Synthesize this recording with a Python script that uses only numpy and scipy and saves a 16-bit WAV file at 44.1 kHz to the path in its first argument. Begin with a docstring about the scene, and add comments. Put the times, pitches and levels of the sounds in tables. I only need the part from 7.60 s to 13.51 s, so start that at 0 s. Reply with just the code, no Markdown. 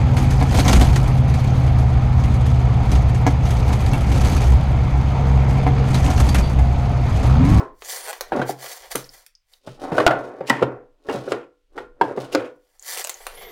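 """Unboxing from foam and cardboard

Hands lift a device in polystyrene end caps out of its cardboard box, in a small room.
The foam hisses, ticks, chirps and squeaks under the fingers: random slips, snaps and gliding tones.
The empty box drops, is dragged over the desk and knocks on it: damped modes, noise bursts, friction.
Card flaps swish and snap free. The hardest knocks overload a close microphone, whose gain ducks."""
import sys
import numpy as np
from scipy import signal
from scipy.fft import rfft, irfft, next_fast_len
from scipy.io import wavfile
from scipy.ndimage import map_coordinates

SR = 44100
rng = np.random.default_rng(int(sys.argv[2]) if len(sys.argv) > 2 else 0)


def wrap_up_sound(samples):
    """Save the sound to the file named by the first command line argument, as 16-bit audio."""
    columns = np.atleast_2d(samples).T
    # keep every value between -1 and 1, then stretch to whole-number steps
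    tamed = np.clip(columns, -1, 1)
    steps = np.round(tamed * 32767).astype(np.int16)
    wavfile.write(sys.argv[1], SR, steps)


N = 260631

# Room tone spectrum: pitch_hz, level_db (per Hz)
TONE_SPECTRUM = [(300, -25), (520, -11.5), (3000, -3.5), (16000, -21.5)]
# Faint rumble spectrum: pitch_hz, level_db (per Hz)
RUMBLE_SPECTRUM = [(20, -11), (90, -40)]
# Decay of the diffuse room tail: pitch_hz, t60_s
ROOM_DECAY = [(130, 0.3), (1840, 0.26), (4850, 0.21), (14000, 0.13)]
# Furniture boards ringing along, each detuned a little: pitch_hz, level_db
SHELF_MODES = [(285, -2), (505, 1), (715, -13), (1053, 1), (1400, 2.5), (1950, -9.5), (2450, -7.5)]
SHELVES_DB = -20.5  # relative to the diffuse tail
SHELVES_T60_S, SHELVES_SCATTER = 0.38, 0.035  # scatter: typical detuning as a fraction of pitch
ALCOVE_S, ALCOVE_GAIN = 0.006, 0.23  # latest reflection from nearby boards, size of each

# Box pushed over the desk: start_s, length_s, drone_db, scratch_db (both before trims), panel_hz
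PUSHES = [(0.0, 0.014, -21, -51, 1030), (0.759, 0.075, -18.5, -45, 780), (2.065, 0.072, -42.5, -50.5, 580),
          (2.23, 0.025, -20, -45, 776), (2.324, 0.064, -15.5, -50, 600), (2.393, 0.033, -16, -41, 576),
          (2.5, 0.88, -19.5, -51, 645), (2.904, 0.076, -21.5, -48.5, 978), (3.034, 0.12, -24, -74.5, 480),
          (3.505, 0.051, -20.5, -37, 488), (3.63, 0.051, -29, -50.5, 520), (3.716, 0.029, -20.5, -53, 469),
          (4.172, 0.034, -33, -57, 446), (4.438, 0.095, -22, -53, 519), (4.6, 0.029, -25, -43.5, 522),
          (4.748, 0.089, -19.5, -49.5, 495)]
# Low cardboard drone spectrum: pitch_hz, level_db (per Hz)
DRONE_SPECTRUM = [(80, -13.5), (130, -1.5), (200, -5.5), (290, 9), (520, 6.5), (800, -1.5), (1100, -3.5),
                  (1450, -6), (2400, -17), (3600, -49)]
# Fine grit spectrum: pitch_hz, level_db (per Hz)
SCRATCH_SPECTRUM = [(1300, -16), (2800, 4), (6500, -4), (16000, -18.5)]
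PUSH_ATTACK_S, PUSH_SAG_DB_PER_S = 0.13, 56  # 60 dB of swell, then slowing while pushed
PANEL_Q, PANEL_DB = 3.7, -5  # dragged panel: sharpness, level relative to the rest of the drone

# Fingertips squeaking on foam: level_db, unevenness (of the slips, 0-1), glide [(time_s, slip_rate_hz), ..]
SQUEAKS = [(-45, .07, [(0.25, 6500), (0.35, 9300), (0.46, 9400)]), (-59, .006, [(5.51, 7100), (5.58, 7250),
           (5.72, 9100)]), (-58, .004, [(5.59, 10050), (5.65, 11100), (5.74, 11400)]),
           (-61, .004, [(5.51, 12700), (5.6, 12200), (5.66, 13300)]), (-54, .005, [(5.755, 10300),
           (5.82, 11200)]), (-57, .006, [(5.76, 13800), (5.83, 14800), (5.89, 14300)]),
           (-55, .005, [(5.78, 12900), (5.91, 12300)]), (-53, .06, [(5.77, 3400), (5.91, 3520)]),
           (-52, .07, [(5.78, 2200), (5.91, 2050)]), (-50, .25, [(5.74, 480), (5.91, 420)])]
SQUEAK_RAMP_S = 0.083  # 60 dB of swell or fall as a finger lands or lifts
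# Fainter strands: fixed detuning and drift (fractions of pitch), level relative to the main strand
STRAND_SPREAD, STRAND_DRIFT, STRAND_DB = 0.06, 0.006, -7

# Foam slipping in the grip: start_s, level_db (snap peak), body_db (hollow answer relative to the snap)
TICKS = [(0.2216, -37, 13.5), (0.53, -25.5, 6.5), (0.609, -13, -1), (0.898, -33, -28), (1.116, -25, -8.5),
         (1.3145, -23, -6.5), (1.356, -8, -6), (1.6642, -31, -39), (5.373, -16.5, -7), (5.396, -21, -4),
         (5.447, -14, -6.5), (5.472, -13.5, -11.5), (5.495, -11.5, -7.5), (5.6674, -18, 2)]
# Bright snap of foam letting go: pitch_hz, level_db (per Hz)
SNAP_SPECTRUM = [(1000, -18), (2000, -2), (7200, -2), (16000, -7)]
# Hollow tone of the foam block: pitch_hz, level_db (per Hz)
HOLLOW_SPECTRUM = [(520, -0.5), (780, -1.5), (1200, -4), (2100, -6.5), (3000, -9)]

# Hands sliding on foam: fastest_s, half_length_s, hiss_db, hollow_db (both before trims)
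RUBS = [(0.332, 0.067, -32.5, -32.5), (0.474, 0.072, -41.5, -33), (0.622, 0.16, -59, -43),
        (0.9, 0.023, -34, -29.5), (1.044, 0.05, -41.5, -31.5), (1.126, 0.043, -37, -38),
        (1.234, 0.049, -47, -36), (1.322, 0.0094, -32, -25), (1.375, 0.056, -39.5, -47),
        (1.553, 0.078, -51.5, -49.5), (1.94, 0.043, -61.5, -61), (5.306, 0.045, -32, -39.5),
        (5.385, 0.054, -36.5, -31.5), (5.624, 0.33, -53.5, -47), (5.836, 0.2, -67.5, -40.5)]
# Hiss of skin on beads: pitch_hz, level_db (per Hz)
HISS_SPECTRUM = [(1200, 6), (1900, 9.5), (2900, -5.5), (4000, 10), (9300, 7), (16000, 6)]
RUB_SHAPE, RUB_LINGER = 1.7, 0.9  # exponent of a stroke's bell, its fall over its rise

STUTTER_START_S, STUTTER_FIRST_GAP_S, STUTTER_LAST_GAP_S = 0.4655, 0.01, 0.006
STUTTER_SETTLE = 0.4  # share of the slack left after each slip
STUTTER_DB, STUTTER_GROWTH_DB = -20, 7.5  # full strength, how much weaker the first snap is

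# Box on desk (the row at 1.352 s is the foam block, sounded alike): start_s, level_db (panel peak), panel_hz,
# edge_hz,
KNOCKS = [(0.72, -13, 750, 1625, -18, -8), (0.73, -16.5, 312, 1340, -30, -10.5),
          (0.767, -18, 490, 1410, -6, -7.5), (0.7941, -10, 758, 1420, -8, -14.5),
          (0.816, -17, 484, 1536, -13, 1.5), (0.893, -13.5, 757, 1370, -15.5, -22),
          (1.352, -19.5, 456, 1333, -11.5, -2.5), (2.073, -28, 612, 1178, -3, -5),
          (2.32, -13.5, 750, 1110, -6, -10), (2.381, -5.5, 623, 1510, -28, -4),
          (2.4, -10, 560, 1065, -13, 1), (2.465, 10.5, 658, 1480, -26, -4),
          (2.474, 1.5, 785, 1460, -16, 0.5), (2.508, -13, 720, 1423, -8, 3),
          (2.807, -17.5, 497, 1153, -15.5, -20.5), (2.8994, -8.5, 950, 1980, -9.5, 4),
          (3.018, -8.5, 425, 1129, -13, -22.5), (3.0245, -5.5, 502, 1350, -12, -7.5),
          (3.487, -14, 369, 1763, -25, -9.5), (3.497, -24.5, 970, 2760, -26, 1.5),
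          (3.546, -17.5, 497, 1480, -4.5, -19), (3.676, -20, 506, 1410, -18, -11.5),
          (3.719, -17, 517, 1422, -34, 0.5), (4.178, -27, 429, 1426, -46, 5.5),
          (4.412, -2.5, 912, 1574, -24.5, -13), (4.574, -12, 523, 1170, -14.5, -18.5),
          (4.748, -6, 524, 1450, -44, -6)]
# Cardboard panel modes, level varied per blow: pitch_hz, level_db, t60_s
PANEL_MODES = [(311.7, -7.5, 0.12), (362, -2.5, 0.013), (487, -2, 0.01), (755, -10.5, 0.0028)]
# Loose panels rattling: pitch_hz, level_db (per Hz)
RATTLE_SPECTRUM = [(230, -9), (330, 7), (830, 1.5), (1050, -10.5)]
# Thump of the desk: pitch_hz, level_db (per Hz)
THUMP_SPECTRUM = [(85, -12), (135, 2), (190, -1), (260, 3.5), (380, -24.5)]
# Clack of the stiff box edge: pitch_hz, level_db (per Hz)
EDGE_SPECTRUM = [(800, -3), (1350, -3.5), (3200, -17), (6000, -33.5)]
# Sharp crack of a contact: pitch_hz, level_db (per Hz)
CRACK_SPECTRUM = [(1500, 3.5), (2800, 6.5), (5000, 7.5), (16000, -19)]
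RATTLE_S, RATTLE_HALVING_DB = 0.029, 22  # t60 of a 0 dB blow; one this much stronger lasts half as long
CRACK_DB, CRACK_PER_HARDNESS = -20.5, 0.75  # level at hardness 0, dB gained per dB of hardness

# Single beads catching and letting go: start_s, level_db (peak), pitch_hz
CHIRPS = [(1.443, -31, 4830), (1.492, -32.5, 5100), (1.752, -37.5, 5230), (1.9364, -35.5, 3750),
          (5.1957, -30, 7360), (5.2255, -29, 7250), (5.4422, -17.5, 7750), (5.5, -18, 7650),
          (5.5424, -25.5, 6400)]

# A card flap drags past the box's rim and snaps free: snap_s, snap_db (peak), swish_db, scrape_db, flap_hz
FLAPS = [(2.898, -6.5, -37, -34.5, 1845), (3.721, -14.5, -48.5, -48.5, 1450), (4.75, -7, -38, -38, 1400)]
# Card scraping on card: pitch_hz, level_db (per Hz)
CARD_SPECTRUM = [(600, 2.5), (1040, 6), (1600, -1.5), (2400, 1.5), (3300, -1.5), (4200, -13.5)]
SWISH_S, SCRAPE_S = 0.026, 0.11  # drag before the snap, scrape held after it

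TOP_HZ = 16000  # upper band limit


def amp(db):
    """Decibels to gain."""
    return 10 ** (np.asarray(db) / 20)


def unit(x):
    """Scale to rms 1."""
    return x / np.sqrt(np.mean(x ** 2) + 1e-20)


def crest(x):
    """Scale to peak 1."""
    return x / np.abs(x).max()


def along(points, hz):
    """(Hz, value) points read on a log frequency axis."""
    f, v = np.transpose(points)
    return np.interp(np.log(hz + 1), np.log(f), v)


def fade(t, t60):
    """Exponential decay, 60 dB in t60 seconds."""
    return np.exp(-np.log(1000) * t / np.maximum(t60, 1e-3))


def wobble(rate, size=N):
    """A smooth random curve, rate knots a second."""
    knots = rng.standard_normal(int(size * rate / SR) + 4)
    return map_coordinates(knots, [np.arange(size) * rate / SR])


def colour(x, spectrum):
    """Causal, minimum-phase filter with the given spectrum, falling steeply beyond its ends."""
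    m = 2 * next_fast_len(len(x) // 2 + 4096)
    hz = np.fft.rfftfreq(m, 1 / SR)
    low_skirt = 1 + (0.72 * spectrum[0][0] / (hz + 1)) ** 8
    high_skirt = 1 + (0.6 * hz / spectrum[-1][0]) ** 4
    gain = amp(along(spectrum, hz)) / low_skirt / high_skirt
    # folding the cepstrum forward in time keeps the attacks sharp
    cepstrum = irfft(np.log(gain + 1e-6))
    cepstrum[1:m // 2] *= 2
    cepstrum[m // 2 + 1:] = 0
    return irfft(rfft(x, m) * np.exp(rfft(cepstrum)))[:len(x)]


def add(track, s, sound):
    """Mix a sound in at time s."""
    part = track[max(round(s * SR), 0):][:len(sound)]
    part += sound[:len(part)]


def resonate(x, hz, q):
    """x through one resonance; rms 1."""
    return unit(signal.lfilter(*signal.iirpeak(hz, q, SR), x))


def ring(t, hz, t60):
    """One damped mode that builds up over a soft contact; peak 1."""
    return crest(np.sin(2 * np.pi * hz * t) * fade(t, t60) * (1 - fade(t, 0.087)))


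def burst(t, t60, spectrum, rough):
    """One contact and the micro-contacts that crowd in after it; peak 1."""
    force = rng.standard_normal(len(t)) * fade(t, t60) * (1 - fade(t, 0.02))
    force *= rough / np.linalg.norm(force)
    force[0] += 1
    return crest(colour(force, spectrum))


def friction(spectrum, rate, spread_db, smooth):
    """Tiny slips of uneven size, coming in clumps, over a smooth rush; rms 1."""
    chance = rate / SR * amp(4 * wobble(130))
    size = amp(spread_db * np.clip(rng.standard_normal(N), -2, 2))
    slips = (rng.random(N) < chance) * rng.choice([-1, 1], N) * size
    return unit(colour(unit(slips) + smooth * rng.standard_normal(N), spectrum))


def room(x, wet_db, gap=0.0045, shelf=0.11, count=6):
    """Direct sound, board reflections, ringing shelves, and a diffuse tail whose treble dies first."""
    hz, t, z = signal.stft(rng.standard_normal(SR * 2 // 3), SR, nperseg=256)
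    tail_decay = fade(t, along(ROOM_DECAY, hz)[:, None])
    tail = signal.istft(z * tail_decay, SR, nperseg=256)[1]
    t = np.arange(len(tail)) / SR
    tail *= 1 - np.exp(-(t / gap) ** 2)  # the tail builds up over gap seconds
    boards = np.zeros(len(tail))
    for pitch_hz, level_db in SHELF_MODES:
        detuned_hz = pitch_hz * (1 + rng.normal(0, SHELVES_SCATTER))
        boards += amp(level_db) * ring(t, detuned_hz, SHELVES_T60_S)
    answer = tail / np.linalg.norm(tail) + amp(SHELVES_DB) * boards / np.linalg.norm(boards)
    answer *= amp(wet_db)
    reflections = (rng.random(count) * ALCOVE_S * SR).astype(int)
    answer[reflections] += ALCOVE_GAIN * rng.choice([-1, 1], count)
    answer[[0, round(0.0076 * SR)]] = 1, shelf  # direct sound, one steady reflection
    return signal.fftconvolve(x, answer)


def room_tone():
    """Shaped noise for the very quiet air of the room."""
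    return amp(-81.0) * unit(colour(rng.standard_normal(N), TONE_SPECTRUM))


def faint_rumble():
    """Low noise whose level comes and goes by up to 10 dB either way."""
    sway_db = 10 * np.tanh(2 * wobble(4))
    return amp(-61.0 + sway_db) * unit(colour(rng.standard_normal(N), RUMBLE_SPECTRUM))


def push(start, length, release=0.18, attack=PUSH_ATTACK_S):
    """Gain of one push: a quick swell, a hold that sags as the box slows, a release (s for 60 dB)."""
    t = np.arange(N) / SR - start
    hold = amp(-PUSH_SAG_DB_PER_S * np.clip(t, 0, length))
    return fade(np.maximum(-t, 0), attack) * hold * fade(np.maximum(t - length, 0), release)


def box_slides():
    """Cardboard judders over the desk: coarse slips drive the box and the dragged panel; fine ones scratch."""
    out = np.zeros(N)
    drone = friction(DRONE_SPECTRUM, rate=160, spread_db=-1.5, smooth=0.53)
    grit = amp(-4.5) * friction(SCRATCH_SPECTRUM, rate=260, spread_db=2, smooth=0.2)
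    for start, length, drone_db, scratch_db, panel_hz in PUSHES:
        body = amp(-12.5) * (drone + amp(PANEL_DB) * resonate(drone, panel_hz, PANEL_Q))
        out += push(start, length) * (amp(drone_db) * body + amp(scratch_db) * grit)
    judder = amp(2.5 * wobble(60))
    return room(judder * out, wet_db=-3.0)[:N]


def foam_squeaks(count=5):
    """Fingertips stick and slip fast: even slips whistle, uneven ones hiss; skin ridges add faint strands."""
    out = np.zeros(N)
    for db, uneven, glide in SQUEAKS:
        s, hz = np.transpose(glide)
        t = np.arange(s[0] - SQUEAK_RAMP_S, s[-1] + SQUEAK_RAMP_S, 1 / SR)
        off_touch = np.maximum(s[0] - t, 0) + np.maximum(t - s[-1], 0)
        touch = fade(off_touch, SQUEAK_RAMP_S)
        for faint in np.arange(count) > 0:  # the first strand is the main one
            detune = faint * (rng.normal(0, STRAND_SPREAD) + STRAND_DRIFT * wobble(17, len(t)))
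            pitch = np.interp(t, s, hz) * (1 + detune + uneven * wobble(2500, len(t)))
            level = amp(db + faint * STRAND_DB + 1.7 * wobble(59, len(t)))
            add(out, t[0], touch * level * np.sin(2 * np.pi * np.cumsum(pitch) / SR))
    return room(out, wet_db=-25)[:N]


def snap(body_db):
    """Foam sticks and lets go: a dry snap and the hollow answer of the block."""
    t = np.arange(SR // 12) / SR
    dry_snap = burst(t, 0.004, SNAP_SPECTRUM, rough=2)
    return dry_snap + amp(body_db) * burst(t, 0.02, HOLLOW_SPECTRUM, rough=0.5)


def foam_ticks():
    """Single snaps as the grip shifts and the foam slips."""
    out = np.zeros(N)
    for s, db, body_db in TICKS:
        add(out, s, amp(db) * room(snap(body_db), wet_db=-7))
    return out


def stroke(middle, half_length):
    """Gain of one stroke of the hand: a bell, as it speeds up and slows down."""
    u = (np.arange(N) / SR - middle) / half_length
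    return np.exp(-np.maximum(-u, u / RUB_LINGER) ** RUB_SHAPE)


def foam_rubs():
    """Skin drags over the foam beads; the light block radiates the hiss and adds a hollow tone."""
    hiss, hollow = np.zeros(N), np.zeros(N)
    for middle, half_length, hiss_db, hollow_db in RUBS:
        bell = stroke(middle, half_length)
        hiss += amp(hiss_db) * bell
        hollow += amp(hollow_db) * bell
    grip = amp(1.9 * wobble(55))
    beads = amp(-1.5) * friction(HISS_SPECTRUM, rate=3300, spread_db=-5, smooth=0.55)
    # now and then a single bead catches
    crackle = amp(-8.5) * friction(SNAP_SPECTRUM, rate=80, spread_db=3.5, smooth=0)
    block = hollow * friction(HOLLOW_SPECTRUM, rate=600, spread_db=4, smooth=0.4)
    return room(grip * (hiss * (beads + crackle) + amp(-10.5) * block), wet_db=-9.5)[:N]


def foam_stutter(count=7):
    """The same spot sticks and slips again and again, quickly settling to a faster, harder beat."""
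    out, s, slip = np.zeros(N), STUTTER_START_S, snap(body_db=0.5)
    for slack in STUTTER_SETTLE ** np.arange(count):
        add(out, s, amp(STUTTER_DB - STUTTER_GROWTH_DB * slack) * slip)
        s += STUTTER_LAST_GAP_S + (STUTTER_FIRST_GAP_S - STUTTER_LAST_GAP_S) * slack
    return room(out, wet_db=-12)[:N]


def panel_shell(t):
    """The box's panel modes ringing together, each a little louder or softer from blow to blow; peak 1."""
    shell = np.zeros(len(t))
    for k, (hz, level_db, t60) in enumerate(PANEL_MODES):
        shell += (-1) ** k * amp(level_db + rng.normal(0, 1.0)) * ring(t, hz, t60)
    return crest(shell)


def box_knocks():
    """Each blow rings the panels, most of all the one struck; desk thumps, stiff edge clacks and cracks."""
    out, t = np.zeros(N), np.arange(SR // 4) / SR
    for s, db, panel_hz, edge_hz, thump_db, hardness_db in KNOCKS:
        rattle_t60 = RATTLE_S * 2 ** (-db / RATTLE_HALVING_DB)
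        crack_db = CRACK_DB + CRACK_PER_HARDNESS * hardness_db
        rattle = burst(t, rattle_t60, RATTLE_SPECTRUM, rough=3.3)
        panels = crest(1.1 * ring(t, panel_hz, 0.015) + 0.23 * panel_shell(t) + 0.74 * rattle)
        thump = crest(burst(t, 0.027, THUMP_SPECTRUM, rough=0.52) + 0.31 * ring(t, 130, 0.23))
        clack = burst(t, rattle_t60, EDGE_SPECTRUM, rough=2.5)
        edge = crest(clack + 0.9 * ring(t, edge_hz, 0.014))
        crack = burst(t, 0.06 * rattle_t60, CRACK_SPECTRUM, rough=17)
        blow = panels + amp(thump_db) * thump + amp(hardness_db) * edge + amp(crack_db) * crack
        add(out, s, amp(db) * room(blow, wet_db=-9.5))
    return out


def foam_chirps():
    """A single bead lets go: a small tick with a pitch, a few cycles long."""
    out, t = np.zeros(N), np.arange(SR // 12) / SR
    for s, db, hz in CHIRPS:
        tick = burst(t, 0.0021, SNAP_SPECTRUM, rough=0.85)
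        pitched = resonate(resonate(tick, hz, q=3.6), hz, q=3.6)
        add(out, s, amp(db) * crest(pitched))
    return room(out, wet_db=-11.5)[:N]


def box_flaps():
    """Card swishes over card, snaps brightly and scrapes on along the box wall, singing at the flap's pitch."""
    out, t = np.zeros(N), np.arange(SR // 12) / SR
    card = friction(CARD_SPECTRUM, rate=740, spread_db=-2.5, smooth=0.41)
    grit = friction(SCRATCH_SPECTRUM, rate=2300, spread_db=2.5, smooth=0.46)
    for s, db, swish_db, scrape_db, flap_hz in FLAPS:
        add(out, s, amp(db) * burst(t, 0.0012, CRACK_SPECTRUM, rough=20.0))
        swish = push(s - SWISH_S, SWISH_S, release=SWISH_S, attack=SWISH_S) * grit
        scrape = push(s, SCRAPE_S) * unit(card + resonate(card, flap_hz, q=13))
        out += amp(swish_db) * swish + amp(scrape_db) * scrape
    return room(out, wet_db=-16.0)[:N]


def scene():
    """Box and foam over a very quiet room with a faint rumble that comes and goes."""
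    background = room_tone() + faint_rumble()
    box = box_slides() + box_knocks() + box_flaps()
    foam = foam_squeaks() + foam_ticks() + foam_rubs() + foam_stutter() + foam_chirps()
    return (background + box + foam)[None]


def record(dry, release=0.036, duck=6, attack=0.002):
    """The input clips; a few ms after each overload the gain dips, then recovers; then the band limit."""
    ceiling = 0.72
    overload = np.maximum(np.abs(dry) / ceiling - 1, 0)
    for seconds in (attack, release):  # two smoothers delay and stretch the dip
        step = 1 / (seconds * SR)
        overload = signal.lfilter([step], [1, step - 1], overload)
    wave = np.clip(dry, -ceiling, ceiling) / (1 + np.minimum(duck * overload, 1))
    m = next_fast_len(N + SR // 2)
    in_band = np.fft.rfftfreq(m, 1 / SR) < TOP_HZ
    return irfft(rfft(wave, m) * in_band, m)[..., :N]


dry = scene()
out = record(dry)
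wrap_up_sound(out)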